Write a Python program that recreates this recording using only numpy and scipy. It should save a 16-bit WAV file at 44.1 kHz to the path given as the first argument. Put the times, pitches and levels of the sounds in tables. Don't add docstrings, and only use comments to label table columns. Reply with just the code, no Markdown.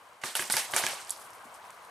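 import sys
import numpy as np
from scipy import signal
from scipy.io import wavfile

SR = 44100
rng = np.random.default_rng(int(sys.argv[2]) if len(sys.argv) > 2 else 0)


def how_loud(loudness_db):
    steps = np.asarray(loudness_db, float) / 20
    return 10 ** steps


def bounce(signal):
    frames = np.transpose(np.atleast_2d(signal))
    limited = np.clip(frames, -1, 1)
    pcm = np.round(limited * 32767).astype(np.int16)
    wavfile.write(sys.argv[1], SR, pcm)


N = 83790


def at_hz(points, hz):
    table_hz, value = np.transpose(points)
    return np.interp(np.log(hz), np.log(table_hz), value)


def bandpass(x, low_hz, high_hz):
    return signal.sosfilt(signal.butter(2, [low_hz, high_hz], "band", fs=SR, output="sos"), x)


def pan(db):
    return how_loud(np.array([[db], [-db]]) / 2)


def ring(clicks, modes, spread_db=0):
    out = 0
    for hz, db, t60 in modes:
        r = how_loud(-60 / (t60 * SR))
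        w = 2 * np.pi * hz / SR
        gain = how_loud(db + spread_db * rng.standard_normal())
        out = out + gain * signal.lfilter([0, np.sin(w)], [1, -2 * r * np.cos(w), r * r], clicks)
    return out


def crackle(length_s, loss_db, count):
    when = np.append(0, rng.random(count) ** 1.4)
    strength = rng.uniform(.4, 1, count + 1) * rng.choice([-1, 1], count + 1)
    out = np.full(SR // 4, 1e-18)
    np.add.at(out, (length_s * when * SR).astype(int), how_loud(-loss_db * when) * strength)
    return out


def add(out, s, peak_db, blow):
    i = int(s * SR)
    out[i:i + len(blow)] += (how_loud(peak_db) * blow / np.abs(blow).max())[:len(out) - i]


def drift(rate_hz):
    r = np.exp(-40 * np.pi * rate_hz / SR)
    noise = rng.standard_normal(N // 20 + 2002)
    slow = signal.lfilter([1], [1, -2 * r, r * r], noise)[2000:]
    return np.interp(np.arange(N) / 20, np.arange(len(slow)), slow / slow.std())


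def train(s, powers):
    out = np.full(N, 1e-18)
    np.add.at(out, np.clip((s * SR).astype(int), 0, N - 1), powers)
    return out


def fade(power, t60):
    loss = how_loud(-120 / (t60 * SR))
    rise = np.exp(-1 / (.003 * SR))
    return signal.lfilter([1 - rise], [1, -rise], signal.lfilter([1], [1, -loss], power))


# frequency in Hz, level in dB per Hz.
POP_TAIL = [(47, -57), (80, -12), (471, -4), (629, -1.5), (1490, -0.5), (1740, 1), (8600, -7.5),
            (15000, -16.5), (16000, -49)]
# frequency in Hz, level in dB per Hz.
BURST_TAIL = [(47, -57), (80, -27), (316, -20.5), (734, -7), (1530, -6), (1900, -4), (2660, -6.5),
              (8790, -14.5), (16000, -33)]
# frequency in Hz, level in dB per Hz.
SNAP_TAIL = [(1760, -68), (3000, -22), (3520, -12), (4440, -9), (8000, -12), (10400, -8), (16000, -51)]
# frequency in Hz, t60 in seconds.
WOOD_T60 = [(100, 0.22), (300, 0.34), (900, 0.36), (2000, 0.36), (5000, 0.42), (12000, 0.34)]


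def scatter_kinds():
    spray_tail_db = -14.5
    spray = np.array(BURSTS)[:, :4] + [0, 0, 0, spray_tail_db]
    kinds = [(POPS, POP_TAIL, 1), (BURSTS, BURST_TAIL, 1), (spray, SNAP_TAIL, .7), (SNAPS, SNAP_TAIL, .4)]
    fed = []
    for rows, colour, shorter in kinds:
        rows = np.array(rows)
        fed.append((train(rows[:, 0], how_loud(2 * rows[:, -1])), colour, shorter))
    return fed


def scatter(kinds, hz):
    late_db, late_longer = -10.5, 2.4
    tail = 0
    for power, colour, shorter in kinds:
        t60 = at_hz(WOOD_T60, hz) * shorter
        dying = fade(power, t60) + how_loud(2 * late_db) * fade(power, t60 * late_longer)
        tail = tail + how_loud(2 * at_hz(colour, hz)) * dying
    return tail


# frequency in Hz, level in dB per Hz.
ROAD = [(25, -30), (76, -17), (300, -16), (600, -5.5), (1000, 0.5), (1700, -8), (4500, -22), (16000, -32.5)]
# time in seconds, level in dB.
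ROAD_LEVEL = [(0.0, -52.5), (0.29, -55.5), (0.428, -66), (0.766, -41.5), (1.036, -48.5), (1.9, -50)]
# frequency in Hz, likeness from 0 to 1.
TAIL_LIKENESS = [(60, 0.99), (150, 1), (380, 1), (950, 0.98), (2380, 0.72), (5980, 0.71), (15000, 1)]
# frequency in Hz, likeness from 0 to 1.
ROAD_LIKENESS = [(60, 1), (150, 0.97), (380, 0.94), (950, 0.89), (2380, 0.14), (5980, 0.9), (15000, 1)]
# frequency in Hz, left minus right in dB.
TAIL_PAN = [(60, 0.0), (180, 0.26), (550, -0.5), (1650, -1.5), (4970, -1.8), (15000, -0.077)]
# frequency in Hz, left minus right in dB.
ROAD_PAN = [(60, 0.5), (180, 0), (550, 0.5), (1650, 3), (4970, 0), (15000, 1.5)]


def air():
    s, db = np.transpose(ROAD_LEVEL)
    road_db = np.interp(np.arange(N) / SR, s, db)
    together = drift(19)
    kinds = scatter_kinds()
    edges = np.geomspace(22, 17000, 21)
    white = rng.standard_normal((2, 2, N + 8000))
    out = 0
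    for i, (low, high) in enumerate(zip(edges, edges[1:])):
        mid, side = bandpass(white[i % 2], low, high)[:, 8000:]
        hz = np.sqrt(low * high)
        alike = np.clip(at_hz(TAIL_LIKENESS, hz), 0, 1)
        road_alike = np.clip(at_hz(ROAD_LIKENESS, hz), 0, 1)
        own = drift(28.0)
        tail_gain = pan(at_hz(TAIL_PAN, hz)) * how_loud(8.5 + 1.05 * together + 1.67 * own)
        tail = scatter(kinds, hz) * tail_gain ** 2
        hum = (pan(at_hz(ROAD_PAN, hz)) * how_loud(road_db + at_hz(ROAD, hz) + 13.5 + 1.23 * own)) ** 2
        mid_power = (1 + alike) * tail + (1 + road_alike) * hum
        side_power = (1 - alike) * tail + (1 - road_alike) * hum
        out = out + np.sqrt(mid_power) * mid + np.sqrt(side_power) * side * [[1], [-1]]
    return out


# lowest in Hz, highest in Hz.
WIDE_HZ = (250, 9300)


def narrow(x):
    low_hz, high_hz = WIDE_HZ
    side = (x[0] - x[1]) / 2
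    side = signal.sosfiltfilt(signal.butter(2, low_hz, "high", fs=SR, output="sos"), side)
    side = signal.sosfiltfilt(signal.butter(8, high_hz, fs=SR, output="sos"), side)
    return x.mean(axis=0) + side * [[1], [-1]]


# start in seconds, peak in dB, pitch in Hz, width in octaves, tail in dB.
SNAPS = [(0.09, -48.5, 8800, .6, -103), (0.3677, -15, 10400, 0.87, -36), (0.5111, -20, 9100, 0.52, -29),
         (0.5235, -7.5, 9400, 0.4, -27), (.5288, -24, 9300, 0.75, -47), (.7110, -28, 12500, 0.7, -44),
         (0.7183, -27, 8300, .8, -48), (0.723, -23, 8000, 0.72, -56), (0.7570, -33, 9000, .3, -57),
         (.7640, -14, 9100, .25, -60), (0.887, -23, 10800, 0.45, -43), (.9590, -34, 10100, 0.68, -65),
         (1.0490, -30.5, 7000, 0.71, -54), (1.0720, -36, 4700, .5, -50), (1.0850, -44, 5200, .7, -56),
         (1.0955, -20.5, 8700, 1.3, -43.5), (1.095, -31, 3750, .25, -70), (1.1054, -13.5, 8400, 0.67, -40),
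         (1.1089, -16.5, 9200, 0.36, -43), (1.109, -37, 4500, 0.22, -70), (1.163, -36, 4800, 0.44, -52),
         (1.1730, -39, 6800, .8, -54), (1.1950, -40, 9300, .7, -48), (1.2140, -48, 9000, .8, -49),
         (1.24, -46, 6000, 1.2, -50.5), (1.2650, -40, 9500, .9, -56), (1.306, -38, 9000, 0.87, -74),
         (1.333, -39, 5050, 0.46, -57), (1.3500, -42, 12500, .3, -58), (1.4450, -41.5, 9500, 1.2, -56),
         (1.542, -40.5, 8100, 0.38, -53.5), (1.6520, -47, 8500, 0.76, -61), (1.7060, -34.5, 8400, 1.5, -65),
         (1.825, -50, 6500, 1.1, -78), (1.8494, -45, 10300, .9, -73)]


def gear_rustle():
    count, per_s, floor_db = 200, 110, -58
    s = rng.random(count) * count / per_s + 0.098
    db = floor_db + 3.1 * np.minimum(rng.exponential(1, count), 3)
    hz = rng.uniform(4000, 12500, count)
    width = rng.uniform(0.73, 1, count)
    return [row for row in np.transpose([s, db, hz, width]) if row[0] < N / SR]


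def snaps():
    out = np.zeros(N)
    for s, db, hz, width in [row[:4] for row in SNAPS] + gear_rustle():
        half = max(width, .1) / 2
        low, high = np.minimum(hz * 2 ** np.array([-half, half]), .45 * SR)
        clicks = crackle(.0012, 20.0, count=5)[:800]
        add(out, s, db, bandpass(clicks, low, high))
    return out


# start in seconds, peaks of tarp, shell and spray in dB, tail in dB.
BURSTS = [
    (0.214, -55, -52, -52, -46),
    (0.2577, -47, -27, -30, -36.5),
    (0.3530, -15.5, -23, -16, -30),
    (0.4998, -18, -19, -28, -31),
    (.5075, -19, -30, -22, -62),
    (0.5674, -14.5, -10, -17.5, -27.5),
    (0.7634, -13, -17, -11, -26),
    (.7820, -20.5, -26, -34, -40),
    (0.8654, -12, -18, -29, -30),
]
LANDING = [(2, -4, -4, 4, 4), (7, 0, -8, 0, 2), (0, 7, -10, 0, 8), (6.5, 3, -21, -1.5, -3),
           (-20, -3, 3, 15, -3), (4.5, -4.5, 8, 5, 8.5), (5, 7, 12, 9, -18), (2, 10, -2, 1, -10),
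           (-13, -18, 6.5, 9, 6)]
# shell in Hz, spray in Hz.
BURST_HZ = [(4540, 18000), (5070, 8800), (4800, 9900), (4200, 7300), (5000, 9600), (4720, 11200),
            (6230, 7500), (4700, 7500), (5200, 6500)]
# frequency in Hz, level in dB, t60 in seconds.
TARP = [(887, 5.5, 0.062), (1490, 3, 0.027), (1683, -1.5, 0.045), (2352, 3.5, 0.013), (2950, -0.5, 0.01)]
# multiple of the pitch, level in dB, t60 in seconds.
SHELL = [(.75, -4, .002), (1, 0, .0035), (1.22, -4, .002), (1.5, -9, .002)]
# multiple of the pitch, level in dB, t60 in seconds.
SPRAY = [(.85, -5, .002), (1, 0, .0045), (1.13, -6, .002), (1.4, -17, .0015)]


def bursts():
    out = np.zeros(N)
    for (s, tarp_db, shell_db, spray_db, _), landing, (shell_hz, spray_hz) in zip(BURSTS, LANDING, BURST_HZ):
        clicks = signal.lfilter([1, 2, 1], 1, crackle(.003, 15, count=8))
        struck_tarp = np.add(TARP, np.outer(landing, [0, 1, 0]))
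        add(out, s, tarp_db, np.diff(ring(clicks, struck_tarp)))
        add(out, s, shell_db, np.diff(ring(clicks, np.multiply(SHELL, [shell_hz, 1, 1]))))
        add(out, s, spray_db, np.diff(ring(clicks, np.multiply(SPRAY, [spray_hz, 1, 1]))))
    return out


# start in seconds, peak in dB, thump in dB, tail in dB.
POPS = [
    (0.238, -12.5, -34.5, -38.5),
    (0.3945, -12, -33, -36.5),
    (.4240, -18, -70, -45.5),
    (0.5398, -13.5, -32.5, -38.5),
    (0.737, -11, -31.5, -36.5),
    (0.8384, -11, -33.5, -35.5),
]
# offset in seconds, level in dB.
VALVE = [(-.0027, -15), (-.0015, -13), (0, 0), (.0018, -11), (.0031, -13)]
# frequency in Hz, level in dB, t60 in seconds.
BARREL = [(945, -20.5, 0.3), (1210, -15.5, 0.061), (1670, -6, 0.025), (1900, -7, 0.013), (2033, -2, 0.015),
          (2950, -5, 0.0098)]
# frequency in Hz, level in dB, t60 in seconds.
BODY = [(141, -43, 0.37), (170, -8, 0.17), (241.4, -4, 0.15), (370, -0.5, 0.18)]


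def pops():
    out = np.zeros(N)
    lag, db = np.transpose(VALVE)
    for s, peak_db, thump_db, _ in POPS:
        knock_s = lag - lag[0] + rng.uniform(0, .0003, len(lag))
        clicks = np.full(SR // 4, 1e-18)
        clicks[(knock_s * SR).astype(int)] = how_loud(db + rng.normal(0, 1.5, len(lag)))
        push = how_loud(12) * bandpass(clicks, 500, 4500)
        add(out, s + lag[0], peak_db, push + ring(clicks, BARREL, spread_db=2.0))
        soft = signal.lfilter([.05], [1, -.95], clicks)
        add(out, s + lag[0], thump_db, ring(soft, BODY, spread_db=2.0))
    return out


# start in seconds, peak in dB, pitch in Hz.
THUDS = [(.2385, -24, 2950), (.3535, -17, 2800), (0.497, -37, 222), (0.504, -23, 1910), (0.772, -18, 1360),
         (0.779, -21, 1950), (0.786, -32, 880), (.766, -27, 540), (.797, -22, 710), (.806, -26, 1100),
         (.814, -27, 650), (.826, -27, 900), (.843, -26, 645), (.933, -30, 577), (1.453, -46, 240),
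         (1.642, -37, 940), (1.653, -40, 2080), (1.697, -35, 1010), (1.703, -37, 2020)]


def thuds():
    out = np.zeros(N)
    for s, db, hz in THUDS:
        soft = signal.lfilter([.1], [1, -.9], crackle(0.00074, 8.9, count=2))
        t60 = 18 / hz
        add(out, s, db, np.diff(ring(soft, [(hz, 0, t60), (hz * 1.22, -9, t60)])))
    return out


def scene():
    low_cut = signal.butter(4, 115, "high", fs=SR, output="sos")
    blows = signal.sosfilt(low_cut, pops() + bursts() + thuds())
    bass = signal.sosfilt(signal.butter(2, 700, fs=SR, output="sos"), blows)
    return narrow(air()) + snaps() * pan(-2.7) + bass + (blows - bass) * pan(-3)


def band_limit(x):
    return signal.sosfilt(signal.butter(12, 16490, fs=SR, output="sos"), x)


def record(dry):
    presence_hz, width_hz, lift = 9000, 3000, 0.88
    r = np.exp(-np.pi * width_hz / SR)
    w = 2 * np.pi * presence_hz / SR
    presence = signal.lfilter([(1 - r * r) / 2, 0, (r * r - 1) / 2], [1, -2 * r * np.cos(w), r * r], dry)
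    overloaded = 0.68 * np.tanh((dry + lift * presence) / 0.96)
    finished = signal.sosfilt(signal.cheby2(12, 40, 15850, fs=SR, output="sos"), overloaded)
    return band_limit(finished)


dry = scene()
out = record(dry)
bounce(out)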